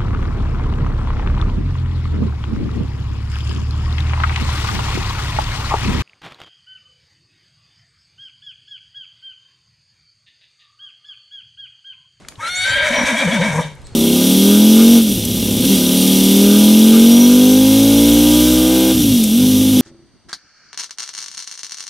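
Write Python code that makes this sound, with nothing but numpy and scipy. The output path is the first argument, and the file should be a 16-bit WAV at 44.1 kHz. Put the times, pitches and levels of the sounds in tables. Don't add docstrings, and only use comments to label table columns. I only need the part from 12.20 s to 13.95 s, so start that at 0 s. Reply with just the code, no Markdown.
import sys
import numpy as np
from scipy import signal
from scipy.fft import rfft, irfft
from scipy.io import wavfile
from scipy.ndimage import uniform_filter1d, map_coordinates

SR = 44100
rng = np.random.default_rng(int(sys.argv[2]) if len(sys.argv) > 2 else 0)


def persist_wave(psi):
    counts = np.round(np.clip(psi, -1, 1) * 32767).astype(np.int16)
    wavfile.write(sys.argv[1], SR, np.atleast_2d(counts).T)


N = 77175
T = np.arange(N) / SR
FREQ_HZ = np.fft.rfftfreq(N, 1 / SR) + 1


def from_db(db):
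    return 10 ** (np.asarray(db) / 20)


def curves(table, outside=None):
    times, *columns = np.array(table, float).T
    return [np.interp(T, times, column, outside, outside) for column in columns]


def colour(table, hz):
    points_hz, db = np.array(table, float).T
    return from_db(np.interp(np.log(hz), np.log(points_hz), db, left=db[0] - 90))


def noise(gain, channels=1):
    shaped = irfft(rfft(rng.standard_normal((channels, N))) * gain, N)
    return shaped / np.sqrt(np.mean(shaped ** 2, axis=-1, keepdims=True))


def wander(rate_hz):
    return noise(1 / (1 + (FREQ_HZ / rate_hz) ** 2))[0]


def phase_of(hz):
    return 2 * np.pi * np.cumsum(hz) / SR


def during(table):
    start_s, end_s = table[0][0], table[-1][0]
    return np.interp(T, [start_s - .01, start_s, end_s, end_s + .01], [0, 1, 1, 0])


def fade(start_s, decay_s, attack_s=1e-5):
    age = np.maximum(T - start_s, 0)
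    return (1 - np.exp(-age / attack_s)) * np.exp(-np.log(1000) * age / decay_s)


def swell(start_s, length_s):
    progress = np.clip((T - start_s) / length_s, 0, 1)
    return np.sqrt(np.abs(np.sin(np.pi * progress))) * (progress < 1), progress


def air():
    # frequency_hz, gain_db
    spectrum = [(88, -58), (150, 3.5), (2920, -15.5), (8150, -22), (11200, -33), (13000, -70)]
    hiss = noise(colour(spectrum, FREQ_HZ), channels=3)
    return (0.33 * hiss[0] + 0.13 * hiss[1:]) * from_db(-39 + 1.3 * wander(3.6))


def wind():
    # frequency_hz, gain_db
    spectrum = [(12, -49), (20, -11), (170, -4.5), (290, -120)]
    # time_s, gain_db
    strength = [(0, -55.5), (.35, -56.5), (.55, -39.5), (1.1, -51.5), (1.75, -44.5)]
    gust = noise(colour(spectrum, FREQ_HZ) / (1 + (FREQ_HZ / 140) ** 6), channels=2)
    shifted = signal.hilbert(gust[0]).imag
    stereo = np.array([1.45 * gust[0], 0.57 * gust[1] + 1.4 * shifted])
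    return stereo * from_db(curves(strength)[0] + 3.14 * wander(24))


def tack_ticks():
    # start_s, peak_db, centre_hz, width_hz
    clicks = [(0.048, -33.5, 1830, 1190), (0.085, -18.5, 4400, 6770), (0.1215, -34.5, 1267, 1410),
              (0.156, -36, 3380, 1550), (1.552, -39.5, 8670, 4000), (1.617, -38, 7000, 8100),
              (1.669, -30.5, 5500, 7040)]
    out = 0
    for start_s, db, hz, width_hz in clicks:
        edges_hz = np.clip([hz - width_hz / 2, hz + width_hz / 2], 100, .45 * SR)
        snap = fade(start_s, decay_s=0.015, attack_s=0.00037)
        tail = from_db(-33) * fade(start_s, decay_s=0.05)
        burst = rng.standard_normal(N) * (snap + tail)
        click = signal.sosfilt(signal.butter(2, edges_hz, "band", fs=SR, output="sos"), burst)
        out = out + from_db(db) * click / np.abs(click).max()
    return out


def throat():
    # centre_hz, width_hz, gain_db
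    resonances = [(584.5, 130, 1.5), (966, 133, -2.5), (1610, 139, -1.5), (1890, 320, -7), (2247, 200, -1),
                  (3140, 480, -10.5), (3680, 370, -8.5), (5678, 290, -7.5), (6330, 610, -11.5),
                  (7920, 4400, -15.5)]
    # frequency_hz, gain_db
    valleys = [(100, -19), (380, -91), (800, -11), (2600, -20), (5000, -23.5), (12000, -57)]
    power = colour(valleys, FREQ_HZ) ** 2
    for hz, width_hz, db in resonances:
        power = power + from_db(db) ** 2 / (1 + (2 * (FREQ_HZ - hz) / width_hz) ** 2) ** 2
    return np.sqrt(power)


def roar(voice_cycle, mouth):
    edges = [440, 1250, 2700, 4900, 14000]
    # time_s, low_db, low_mid_db, high_mid_db, high_db
    loudness = [(.17, -68, -82, -81.5, -71), (.195, -59, -40, -63, -51.5), (.215, -43.5, -35.5, -43.5, -48),
                (.28, -38, -28, -34, -34.5), (.31, -55, -38, -58, -39.5), (.43, -49.5, -30, -32, -34),
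                (.46, -35.5, -24.5, -26, -35), (.55, -31, -21.5, -24.5, -35.5),
                (.672, -29, -17, -25.5, -32), (.705, -31, -23, -33, -34.5), (.765, -20, -17, -27, -33.5),
                (.81, -23.5, -19, -30.5, -35.5), (.862, -26, -22.5, -29.5, -28),
                (.885, -20.5, -18, -27.5, -33), (.958, -30, -22.5, -32, -32),
                (1.006, -25.5, -20, -25.5, -33), (1.04, -24, -22, -31, -33),
                (1.064, -28.5, -26, -28.5, -35), (1.145, -24.5, -21, -29.5, -31.5),
                (1.208, -25.5, -28.5, -32, -32.5), (1.213, -25, -17.5, -30.5, -34),
                (1.27, -23, -24.5, -33.5, -34.5), (1.33, -28.5, -27, -37, -36.5),
                (1.388, -20, -28, -39.5, -35.5), (1.432, -32, -32.5, -35.5, -37.5),
                (1.47, -38, -38, -44.5, -46), (1.54, -51.5, -51.5, -53, -64.5), (1.7, -57, -66, -102, -74)]
    flutters = [1.2, .8, 1.2, 1.8]
    mouth_swings = [.05, .015, .02, .01]
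    chest_hz, chest_width_hz, chest_db = 240, 125, -14.5
    shape, shared_flutter, levels = throat(), wander(16), curves(loudness, outside=-87)
    chest = noise(1 / (1 + (2 * (FREQ_HZ - chest_hz) / chest_width_hz) ** 4))[0]
    out = chest * from_db(levels[0] + chest_db)
    for low_hz, high_hz, db, flutter, swing in zip(edges, edges[1:], levels, flutters, mouth_swings):
        band = noise(shape * (FREQ_HZ >= low_hz) * (FREQ_HZ < high_hz))[0]
        speed = 1 + swing * mouth + .008 * wander(5.01)
        band = map_coordinates(band, [np.cumsum(speed)], order=3, mode="mirror")
        out = out + band * from_db(db + flutter * (0.27 * shared_flutter + 1.23 * wander(17)))
    return out * (1 + 0.14 * voice_cycle)


def squeal():
    # time_s, pitch_hz, main_tone_db, overtones_db, half_tones_offset_db, roughness (0 to 1)
    path = [(.18, 1020, -60, -68, -30, 0.4), (.192, 1090, -41.5, -53, -30, 0.52),
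            (.212, 1221, -40.5, -48, -30, 0.42), (.228, 1286, -24.5, -38, -14, 0.54),
            (.268, 1360, -24.5, -24, -24, 0.37), (.295, 1420, -23.5, -32.5, 5, 0.65),
            (.31, 1436, -34, -23, -7, 0.02), (.372, 1464, -33, -24.5, 0.5, 0.1),
            (.445, 1487, -31.5, -17.5, -1.5, 0.16), (.455, 1550, -18.5, -30, 4, 0.5),
            (.482, 1562, -19.5, -33.5, -8, 0.16), (.522, 1540, -22, -18.5, -6, 0.3),
            (.562, 1615, -17.5, -27.5, -9, 0.04), (.59, 1575, -24, -36, -20, 0.01),
            (.62, 1592, -18.5, -32, -17, 0.11), (.648, 1585, -19.5, -26.5, -2, 0.46),
            (.68, 1570, -63, -45, -14, 0.65)]
    # frequency_hz, gain_db
    spectrum = [(640, -21), (1840, -15), (2200, -0.5), (2600, -19), (2950, -19.5), (3200, 3), (3680, -4),
                (4420, -9), (4640, -21), (5150, -45), (5800, -14.5), (6500, -41), (9500, -18.5),
                (12500, -40.5)]
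    pitch_wobble, flutter_db = 0.0333, 2
    hz, main_db, overtones_db, half_db, roughness = curves(path)
    quarter_db = half_db - 15.5
    phase = phase_of(hz / 4 * (1 + pitch_wobble * roughness * wander(150)))
    out = 0
    for k in range(2, 34):
        if k == 4:
            gain = from_db(main_db)
        else:
            offset_db = quarter_db if k % 2 else half_db if k % 4 else 0
            gain = from_db(overtones_db + offset_db) * colour(spectrum, k * hz / 4)
        flutter = from_db(flutter_db * roughness * wander(100))
        out = out + gain * flutter * np.sin(k * phase + k * k)
    return np.sqrt(2) * out * during(path)


def hooves():
    # start_s, level_db, pitch_hz
    thuds = [(0.18, -31, 106.4), (0.503, -24.5, 110), (0.622, -27, 83.5), (1.596, -34, 81),
             (1.721, -28.5, 96)]
    out = 0
    for start_s, db, hz in thuds:
        level = from_db(db) * fade(start_s, decay_s=0.15, attack_s=0.001)
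        out = out + level * np.sin(2 * np.pi * hz * (T - start_s))
    return out


def middle_tone():
    # time_s, pitch_hz, level_db
    path = [(.19, 940, -52), (.198, 915, -31.5), (.218, 882, -47), (.52, 549.5, -63), (.56, 581.3, -29),
            (.6, 569.5, -27), (.67, 627, -23.5), (.705, 571, -19.5), (.73, 556, -50)]
    hz, db = curves(path)
    phase = phase_of(hz * (1 + 0.018 * wander(53)))
    return np.sqrt(2) * from_db(db) * during(path) * np.sin(phase)


def birds():
    # start_s, length_s, start_hz, end_hz, level_db, waver (fraction of the pitch)
    chirps = [(0.347, 0.035, 6350, 7720, -25.5, 0.0217), (0.37, 0.031, 7650, 7160, -27, 0.059),
              (0.468, 0.058, 7200, 7350, -30, .02), (1.641, 0.039, 7980, 7880, -48.5, 0.041),
              (1.642, 0.051, 4250, 3910, -48, 0.0617), (1.684, 0.066, 4470, 4280, -54, 0.033)]
    out = 0
    for start_s, length_s, start_hz, end_hz, db, waver in chirps:
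        level, progress = swell(start_s, length_s)
        hz = (start_hz + (end_hz - start_hz) * progress) * (1 + waver * wander(329))
        out = out + from_db(db) * level * np.sin(phase_of(hz))
    return out


def throat_rings():
    # start_s, length_s, pitch_hz, level_db
    rings = [(0.434, .12, 4450, -33.5), (0.879, 0.089, 965, -29.5), (.66, 0.15, 3090, -30.5),
             (0.725, 0.061, 2246, -24.5), (.74, 0.094, 5780, -28), (0.956, 0.075, 3320, -31),
             (0.968, 0.11, 2360, -23), (1.109, 0.056, 3388, -27.5), (1.099, 0.054, 2228, -29),
             (1.215, 0.086, 2250, -27)]
    out = 0
    for start_s, length_s, hz, db in rings:
        level, _ = swell(start_s, length_s)
        phase = phase_of(hz * (1 + .012 * wander(60)))
        out = out + from_db(db + 3 * wander(60)) * level * np.sin(phase)
    return np.sqrt(2) * out


def low_voice():
    # time_s, pitch_hz, level_db
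    path = [(.695, 224.9, -54), (.712, 234.4, -22), (.728, 239.7, -24), (.758, 251.9, -42),
            (.8, 245.7, -24.5), (.835, 240, -23), (.875, 278.5, -39), (.92, 248.9, -22.5),
            (.95, 213.5, -22), (.975, 255.6, -30), (1.0, 296.8, -41), (1.035, 236, -21.5),
            (1.075, 163, -15.5), (1.105, 201, -26.5), (1.135, 240, -22), (1.17, 200.3, -18.5),
            (1.2, 156.4, -15), (1.23, 193.8, -21), (1.262, 234.3, -18.5), (1.295, 179.9, -18.5),
            (1.325, 140.3, -23.5), (1.378, 160.9, -19.5), (1.41, 162.8, -19.5), (1.428, 155.9, -62),
            (1.452, 158.7, -28), (1.51, 151.4, -34.5), (1.6, 141, -54)]
    # pitch_multiple, gain_db
    overtones = [(3, -6)]
    resonance_low_hz, resonance_top_hz, mouth_rest_hz = 490, 690, 211
    hz, db = curves(path)
    hz = uniform_filter1d(hz, size=500)
    phase = phase_of(hz * (1 + 0.01877 * wander(49.4)))
    voice = from_db(2.8 * wander(60)) * np.sin(phase)
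    brighten_db = 6 * np.tanh(np.gradient(hz) * SR / 800)
    for k, gain_db in overtones:
        muffle = 1 + (resonance_low_hz / (k * hz)) ** 12 + (k * hz / resonance_top_hz) ** 20
        voice = voice + from_db(gain_db + brighten_db + 2.5 * wander(30)) / muffle * np.sin(k * phase)
    sounding = during(path)
    mouth = np.log(hz / mouth_rest_hz) * sounding
    return np.sqrt(2) * voice * from_db(db) * sounding, np.sin(phase) * sounding, mouth


def echo(sound, level_db=-7):
    tail = noise(0.18 + FREQ_HZ / (FREQ_HZ + 5000), channels=2) * fade(0.0052, decay_s=0.27)
    tail = tail * from_db(level_db) / np.sqrt(np.sum(tail ** 2, axis=-1, keepdims=True))
    return np.array([signal.fftconvolve(sound, side)[:N] for side in tail])


def scene():
    middle = middle_tone()
    low, voice_cycle, mouth = low_voice()
    whinny = middle + low + squeal() + throat_rings() + roar(voice_cycle, mouth)
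    near = whinny + tack_ticks() + hooves()
    far = birds()
    pan = from_db([[0.75], [-0.75]])
    return (near + far) * pan + echo(near + 2 * far) + air() + wind()


def record(dry):
    top_hz = 12900
    return signal.sosfilt(signal.ellip(8, .2, 70, top_hz, fs=SR, output="sos"), dry)


dry = scene()
out = record(dry)
persist_wave(out)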